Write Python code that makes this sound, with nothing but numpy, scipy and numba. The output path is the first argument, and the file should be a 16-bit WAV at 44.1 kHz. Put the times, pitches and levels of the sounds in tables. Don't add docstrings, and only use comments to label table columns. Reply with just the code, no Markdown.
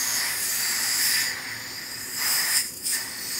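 import sys
import numpy as np
from scipy import signal
from scipy.fft import rfft, irfft
from scipy.io import wavfile
from numba import njit

SR = 44100
rng = np.random.default_rng(int(sys.argv[2]) if len(sys.argv) > 2 else 0)


def put_to_file(sound):
    columns = np.atleast_2d(sound).T
    safe = np.clip(columns, -1, 1)
    whole_steps = np.round(safe * 32767)
    wavfile.write(sys.argv[1], SR, whole_steps.astype(np.int16))


def field_ratio(decibels):
    return 10 ** (np.asarray(decibels, dtype=float) / 20)


N = 149499
PAD = 16384

# (frequency [Hz], density [dB per Hz])
MACHINE_SPECTRUM = [(24, -26), (55, -6.5), (110, -7.5), (250, -4), (480, -11.5), (640, -18.5), (1300, -16),
                    (3000, -36)]
# (frequency [Hz], width [Hz], level [dB])
DUCT_MODES = [(112.2, 12, -60.5), (370, 27, -59), (512.2, 18, -64)]
# (time [s], level [dB], openness of the tip [dB])
SUCTION_FLOW = [(0.0, -36.5, 4), (0.28, -33, 2), (0.46, -39, 1.5), (0.66, -33.5, 1.5), (0.91, -35, 0.5),
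                (1.17, -30, -5), (1.41, -39.5, 5), (1.52, -36.5, -1), (1.61, -43, 6.5), (2.17, -42, -1),
                (2.2, -34, 4.5), (2.56, -33, 1), (2.75, -60, -31), (2.9, -44, -5), (2.95, -31, -7.5),
                (3.0, -39.5, 3.5), (3.26, -43.5, 2), (3.39, -41.5, 0)]
# (frequency [Hz], width [Hz], level [dB])
SUCTION_MODES = [(1884, 417, 6), (2600, 370, -10), (1600, 500, -4.5)]
# (frequency [Hz], density [dB per Hz])
SUCTION_ROAR = [(330, -15), (600, -7), (900, 1), (1600, -3.5), (2600, -11), (3500, -9), (5000, -1),
                (9000, -19.5)]
# (frequency [Hz], width [Hz], level to the suction [dB])
SUCTION_WHISTLES = [(1920, 12, -21.5), (1693, 30, -23), (2196, 19, -23.5)]
# (time [s], level [dB], tube ring [dB], brightness [dB])
JET_FLOW = [(0, -27.5, -2, 3.5), (.24, -25.5, -1, -3), (.35, -28.5, -3, 3), (.52, -27, -3, 1.5),
            (.93, -25, 0, -0.5), (1.05, -22.5, 1, 2.5), (1.21, -22.5, 0, -1.5), (1.36, -40, 4.5, 3.5),
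            (2.08, -37, 0.5, 1.5), (2.31, -25, 2.5, 3), (2.46, -27.5, -0.5, 3.5), (2.575, -22, 4.5, 0.5),
            (2.66, -33, -1.5, -1), (2.82, -37.5, -2.5, 3.5), (2.87, -26, -4, 0), (2.95, -25, 0, 2.5),
            (3.06, -36.5, 0, 2), (3.39, -29.5, -0.5, -7.5)]
# (frequency [Hz], density [dB per Hz])
JET_HISS = [(2300, -2), (3200, -9), (4300, -8), (6000, -5), (7000, 1.5), (9500, 0), (12500, -1.5),
            (16000, -2.5)]
# (frequency [Hz], width [Hz], level to the jet [dB])
NOZZLE_WHISTLES = [(4900, 13, -30), (5010, 30, -23.5), (7500, 20, -55)]
# (time [s], lower mode [Hz], upper mode [Hz], lower level [dB], upper level [dB])
TUBE_RING = [(0, 4700, 5150, 1, -2), (.2, 4740, 5230, -3, -2), (.4, 4780, 5150, 0, -0.5),
             (.6, 4730, 5240, 0.5, -6.5), (.9, 4810, 5160, 1, -3.5), (1.1, 4840, 5300, -1, -0.5),
             (1.3, 4780, 5130, -2, -4.5), (1.55, 4730, 5280, -0.5, -2), (1.71, 4670, 5250, 3.5, -5),
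             (1.82, 4900, 5250, 3.5, -2.5), (2.1, 4920, 5050, -2, -2), (2.4, 4940, 5140, 0.5, 0),
             (2.6, 4980, 5170, -5.5, 0), (2.79, 4870, 5150, 1, -8), (2.87, 4900, 5170, -2.5, 4.5),
             (3.06, 4650, 5040, -5, -2), (3.17, 4530, 5150, 3, -2), (3.39, 4600, 5100, -0.5, 2)]
# (time [s], resonance [Hz], level [dB])
MOUTH_CAVITY = [(0, 6660, 3.5), (.16, 6650, 2), (.23, 6950, -11), (.39, 6800, -4), (.42, 6700, 0.5),
                (.59, 6770, -2), (.65, 7600, 2), (.95, 7600, -3.5), (1.22, 7300, -11), (1.33, 6800, -4),
                (1.66, 6870, 2), (1.8, 7200, 0), (2.1, 6950, 2), (2.35, 7800, -3.5), (2.76, 6920, -1),
                (2.87, 8430, 3), (3.1, 8060, -2.5), (3.39, 8300, -1.5)]
# (start [s], end [s], resonance [Hz], level to the jet [dB])
TOOTH_POCKETS = [(.0, .75, 9930, -15), (.5, 0.63, 13450, -10), (0.8, 1.21, 10800, -13),
                 (1.0, 1.1, 14300, -12), (1.4, 2.2, 8680, -12), (1.57, 2.02, 12280, -12),
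                 (2.0, 2.42, 12500, -12), (1.9, 2.2, 7750, -9.5), (2.5, 2.627, 9480, -10.5),
                 (3, 2.6, 13400, -13), (2.85, 2.97, 9550, -13.5), (3.16, 3.42, 14250, -10),
                 (1.5, 2.15, 14700, -14), (0.42, 0.61, 8000, -11), (3.34, 3.42, 6650, -8),
                 (3.5, 2.8, 13300, -13), (2.64, 2.4, 10800, -14), (1.2, 1.75, 7040, -10),
                 (3.2, 3.33, 5900, -13), (3.25, 3.42, 15400, -15), (3.25, 3.42, 13000, -16),
                 (1.05, 1.24, 11800, -14), (1.5, 1.08, 3300, -18.5)]
# (start [s], end [s], resonance [Hz], level to the jet [dB])
MOUTH_HOLLOWS = [
    (.41, .63, 7300, -7.5),
    (.63, 1.0, 7150, -13),
    (1.85, 2.2, 7500, -7.5),
    (2.22, 2.43, 8100, -5.5),
    (2.5, 2.68, 8600, -7),
    (2.85, 2.97, 8670, -3.5),
    (3.03, 3.14, 8500, -6),
    (3.2, 3.42, 8400, -10.5),
]
# (time [s], half length [s], change of the jet [dB])
WATER_SPITS = [(2.57, 0.0056, 2.5), (2.625, .02, -2.5), (2.67, .015, 2), (2.717, 0.017, -2.5),
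               (2.74, 0.0043, 4.5), (2.752, 0.0055, -4), (2.772, .007, 4), (2.84, 0.012, 0),
               (2.862, 0.0097, 2.5), (2.975, 0.026, -2.5), (3.133, 0.025, -2), (1.276, 0.027, 1.5),
               (.36, .045, -1), (2.46, .04, -1.5)]
# (start [s], end [s], centre [Hz], share cancelled [0-1])
CHEEK_SHADOWS = [(1.34, 2.17, 6100, .3), (2.52, 2.66, 6100, 0.7), (2.79, 2.915, 6400, .75),
                 (3.3, 3.1, 6800, 0.54), (3.0, 3.34, 7500, 0.34), (1.35, 1.7, 7600, .4),
                 (2.68, 2.86, 3900, .5), (3.0, 2.9, 3900, .4), (.3, 0.63, 6500, 0.13),
                 (2.62, 2.86, 15300, .6), (2.7, 3, 11800, .5), (1.55, 1.95, 15000, .5),
                 (1.4, 1.64, 11300, 0.4), (1.6, 2.0, 9400, .5), (1.6, 2.0, 11200, 0.5), (1.6, 2, 13600, .4),
                 (3.2, 3.3, 12000, .3), (2.43, 2.5, 14800, .4), (.85, 1.25, 8900, 0.38)]
# (time [s], low edge [Hz], high edge [Hz], level [dB])
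SIDE_NOISE = [
    (.175, 9200, 10500, -39),
    (.175, 12900, 15700, -42),
    (.5, 5830, 7660, -36),
    (.5, 12600, 15700, -40),
    (.988, 8300, 9900, -41),
    (1.592, 9500, 11200, -58),
]


def rms_one(x):
    return x / np.sqrt(np.mean(x ** 2) + 1e-20)


def in_time(rows):
    s, *columns = np.transpose(rows)
    return [np.interp(np.arange(N) / SR, s, c) for c in columns]


def drift(rate_hz):
    r = np.exp(-80 * np.pi * rate_hz / SR)
    noise = rng.standard_normal(N // 40 + 2002)
    slow = signal.lfilter([1], [1, -2 * r, r * r], noise)[2000:]
    return np.interp(np.arange(N) / 40, np.arange(len(slow)), rms_one(slow - slow.mean()))


def resonance(x, hz, width_hz):
    r = np.exp(-np.pi * width_hz / SR)
    feedback = [1, -2 * r * np.cos(2 * np.pi * hz / SR), r * r]
    return signal.lfilter([(1 - r * r) / 2, 0, (r * r - 1) / 2], feedback, x)


def rung(modes, slow_db, fast_db):
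    out = 0
    for hz, width_hz, db in modes:
        once = resonance(rng.standard_normal(N + PAD), hz, width_hz)
        tone = resonance(once, hz, width_hz)[PAD:]
        out = out + field_ratio(db + slow_db * drift(3.23) + fast_db * drift(23.0)) * rms_one(tone)
    return out


@njit
def moving(x, hz, r, rate):
    y = np.zeros(len(x))
    for i in range(2, len(x)):
        turn = 2 * r * np.cos(2 * np.pi * hz[i] / rate)
        y[i] = x[i] - x[i - 2] + turn * y[i - 1] - r * r * y[i - 2]
    return y


def gliding(centre_hz, width_hz):
    r = np.exp(-np.pi * width_hz / SR)
    once = moving(rng.standard_normal(N), centre_hz, r, SR)
    tone = moving(once, centre_hz, r, SR)
    return rms_one(field_ratio(1.25 * drift(5.4) + 1.0 * drift(38.0)) * rms_one(tone))


def patchy(spectrum, slow_db, fast_db):
    points = np.array(spectrum)
    hz = np.maximum(np.fft.rfftfreq(N, 1 / SR), 1)
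    colour = field_ratio(np.interp(np.log(hz), np.log(points[:, 0]), points[:, 1], left=-99, right=-99))
    coloured = rfft(rng.standard_normal(N)) * colour
    shared = drift(31.0)
    place = 3 * np.log2(hz / points[0, 0])
    bands = int(3 * np.log2(points[-1, 0] / points[0, 0])) + 2
    out = 0
    for k in range(bands):
        band = irfft(coloured * np.cos(np.pi / 2 * np.clip(place - k, -1, 1)) ** 2, N)
        out = out + band * field_ratio(slow_db * drift(1.0) + fast_db * (shared + drift(17.0)))
    return rms_one(out)


def stay(start, end):
    t = np.arange(N) / SR
    return np.clip(np.minimum(t - start, end - t) / 0.025 + 0.5, 0, 1)


def machinery():
    t = np.arange(N) / SR
    air = field_ratio(-49.5) * patchy(MACHINE_SPECTRUM, slow_db=0.4, fast_db=0.37)
    pump_hz, pump_db = 257.3, -57
    pump_phase = 2 * np.pi * pump_hz * t + 0.64 * drift(2.9)
    pump = field_ratio(pump_db + 1.4 * drift(4.1)) * np.sqrt(2) * np.sin(pump_phase)
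    thrum_s, thrum_half_s, thrum_hz, thrum_db = 1.555, 0.085, 111, -48
    thrum_swell = np.exp(-((t - thrum_s) / thrum_half_s) ** 4)
    thrum = field_ratio(thrum_db) * thrum_swell * np.sin(2 * np.pi * thrum_hz * t)
    return air + rung(DUCT_MODES, slow_db=1.5, fast_db=1.6) + pump + thrum


def room(x):
    t60_s, tail_db, wall_cut_hz, from_hz = 0.21, -7, 6000, 1400
    t = np.arange(PAD) / SR
    dull = np.exp(-2 * np.pi * wall_cut_hz / SR)
    tail = signal.lfilter([1], [1, -dull], rng.standard_normal(PAD))
    tail = tail * field_ratio(-60 * t / t60_s) * (t > 0.003)
    tail = signal.sosfilt(signal.butter(1, from_hz, "high", fs=SR, output="sos"), tail)
    tail = field_ratio(tail_db) * tail / np.sqrt(np.sum(tail ** 2))
    led_in = np.concatenate([x[PAD:0:-1], x])
    wet = signal.fftconvolve(led_in, tail)[PAD:PAD + N]
    return (x + wet) / np.sqrt(1 + field_ratio(tail_db) ** 2)


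def cheek_shadow(x):
    lost = 0
    for start, end, hz, share in CHEEK_SHADOWS:
        lost = lost + share * stay(start, end) * resonance(x, hz, width_hz=760)
    return x - lost


def suction():
    db, open_db = in_time(SUCTION_FLOW)
    tube = rms_one(rung(SUCTION_MODES, slow_db=0.6, fast_db=1.5))
    roar = field_ratio(-5 + open_db) * patchy(SUCTION_ROAR, slow_db=1.4, fast_db=0.18)
    whistles = rung(SUCTION_WHISTLES, slow_db=3.5, fast_db=2.5)
    return field_ratio(db) * (tube + roar + whistles)


def hollows(rows, width_share):
    out = 0
    for start, end, hz, db in rows:
        out = out + stay(start, end) * rung([(hz, width_share * hz, db)], slow_db=1.0, fast_db=1.0)
    return out


def jet_hiss(jet_db, bright_db):
    hz = np.maximum(np.fft.rfftfreq(N, 1 / SR), 1)
    hiss = field_ratio(-4.5) * patchy(JET_HISS, slow_db=2.0, fast_db=0.56)
    high = irfft(rfft(hiss) / (1 + (9500 / hz) ** 6), N)
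    low = irfft(rfft(hiss) / (1 + (hz / 6500) ** 12), N)
    low_db = 0.25 * (jet_db + 29)
    return hiss + (field_ratio(bright_db) - 1) * high + (field_ratio(low_db) - 1) * low


def tube_ring():
    lower_hz, upper_hz, lower_db, upper_db = in_time(TUBE_RING)
    lower = field_ratio(lower_db) * gliding(lower_hz, width_hz=360)
    upper = field_ratio(upper_db) * gliding(upper_hz, width_hz=360)
    return lower + upper


def water_spits():
    t = np.arange(N) / SR
    return sum(db * np.exp(-((t - s) / half_s) ** 2) for s, half_s, db in WATER_SPITS)


def jet():
    db, ring_db, bright_db = in_time(JET_FLOW)
    cavity_hz, cavity_db = in_time(MOUTH_CAVITY)
    cavity = field_ratio(-8.5 + cavity_db) * gliding(cavity_hz, width_hz=600)
    ring = field_ratio(-7.5 + ring_db) * tube_ring()
    voices = jet_hiss(db, bright_db) + ring + cavity
    voices = voices + hollows(TOOTH_POCKETS, width_share=0.065)
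    voices = voices + hollows(MOUTH_HOLLOWS, width_share=0.3)
    voices = voices + rung(NOZZLE_WHISTLES, slow_db=8.5, fast_db=1.5)
    return field_ratio(db + water_spits() + 0.12 * drift(9.2)) * voices


def scene():
    mono = room(cheek_shadow(suction() + jet())) + machinery()
    return np.array([mono, mono])


def roll_off(x):
    return signal.sosfilt(signal.butter(12, 17030, fs=SR, output="sos"), x)


def record(dry):
    t, side = np.arange(N) / SR, 0
    for s, low_hz, high_hz, db in SIDE_NOISE:
        band_pass = signal.butter(6, [low_hz, high_hz], "band", fs=SR, output="sos")
        band = signal.sosfilt(band_pass, rng.standard_normal(N))
        swell = np.cos(np.pi / 2 * np.clip((t - s) / 0.023, -1, 1))
        side = side + field_ratio(db) * rms_one(band) * swell
    stereo = dry + side * [[1], [-1]]
    low_cut_hz, top_hz = 52, 15750
    hz = np.fft.rfftfreq(N, 1 / SR)
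    passed = (hz < top_hz) * hz ** 3 / np.sqrt(hz ** 6 + low_cut_hz ** 6)
    mix = irfft(rfft(stereo) * passed, N)
    return roll_off(mix)


dry = scene()
out = record(dry)
put_to_file(out)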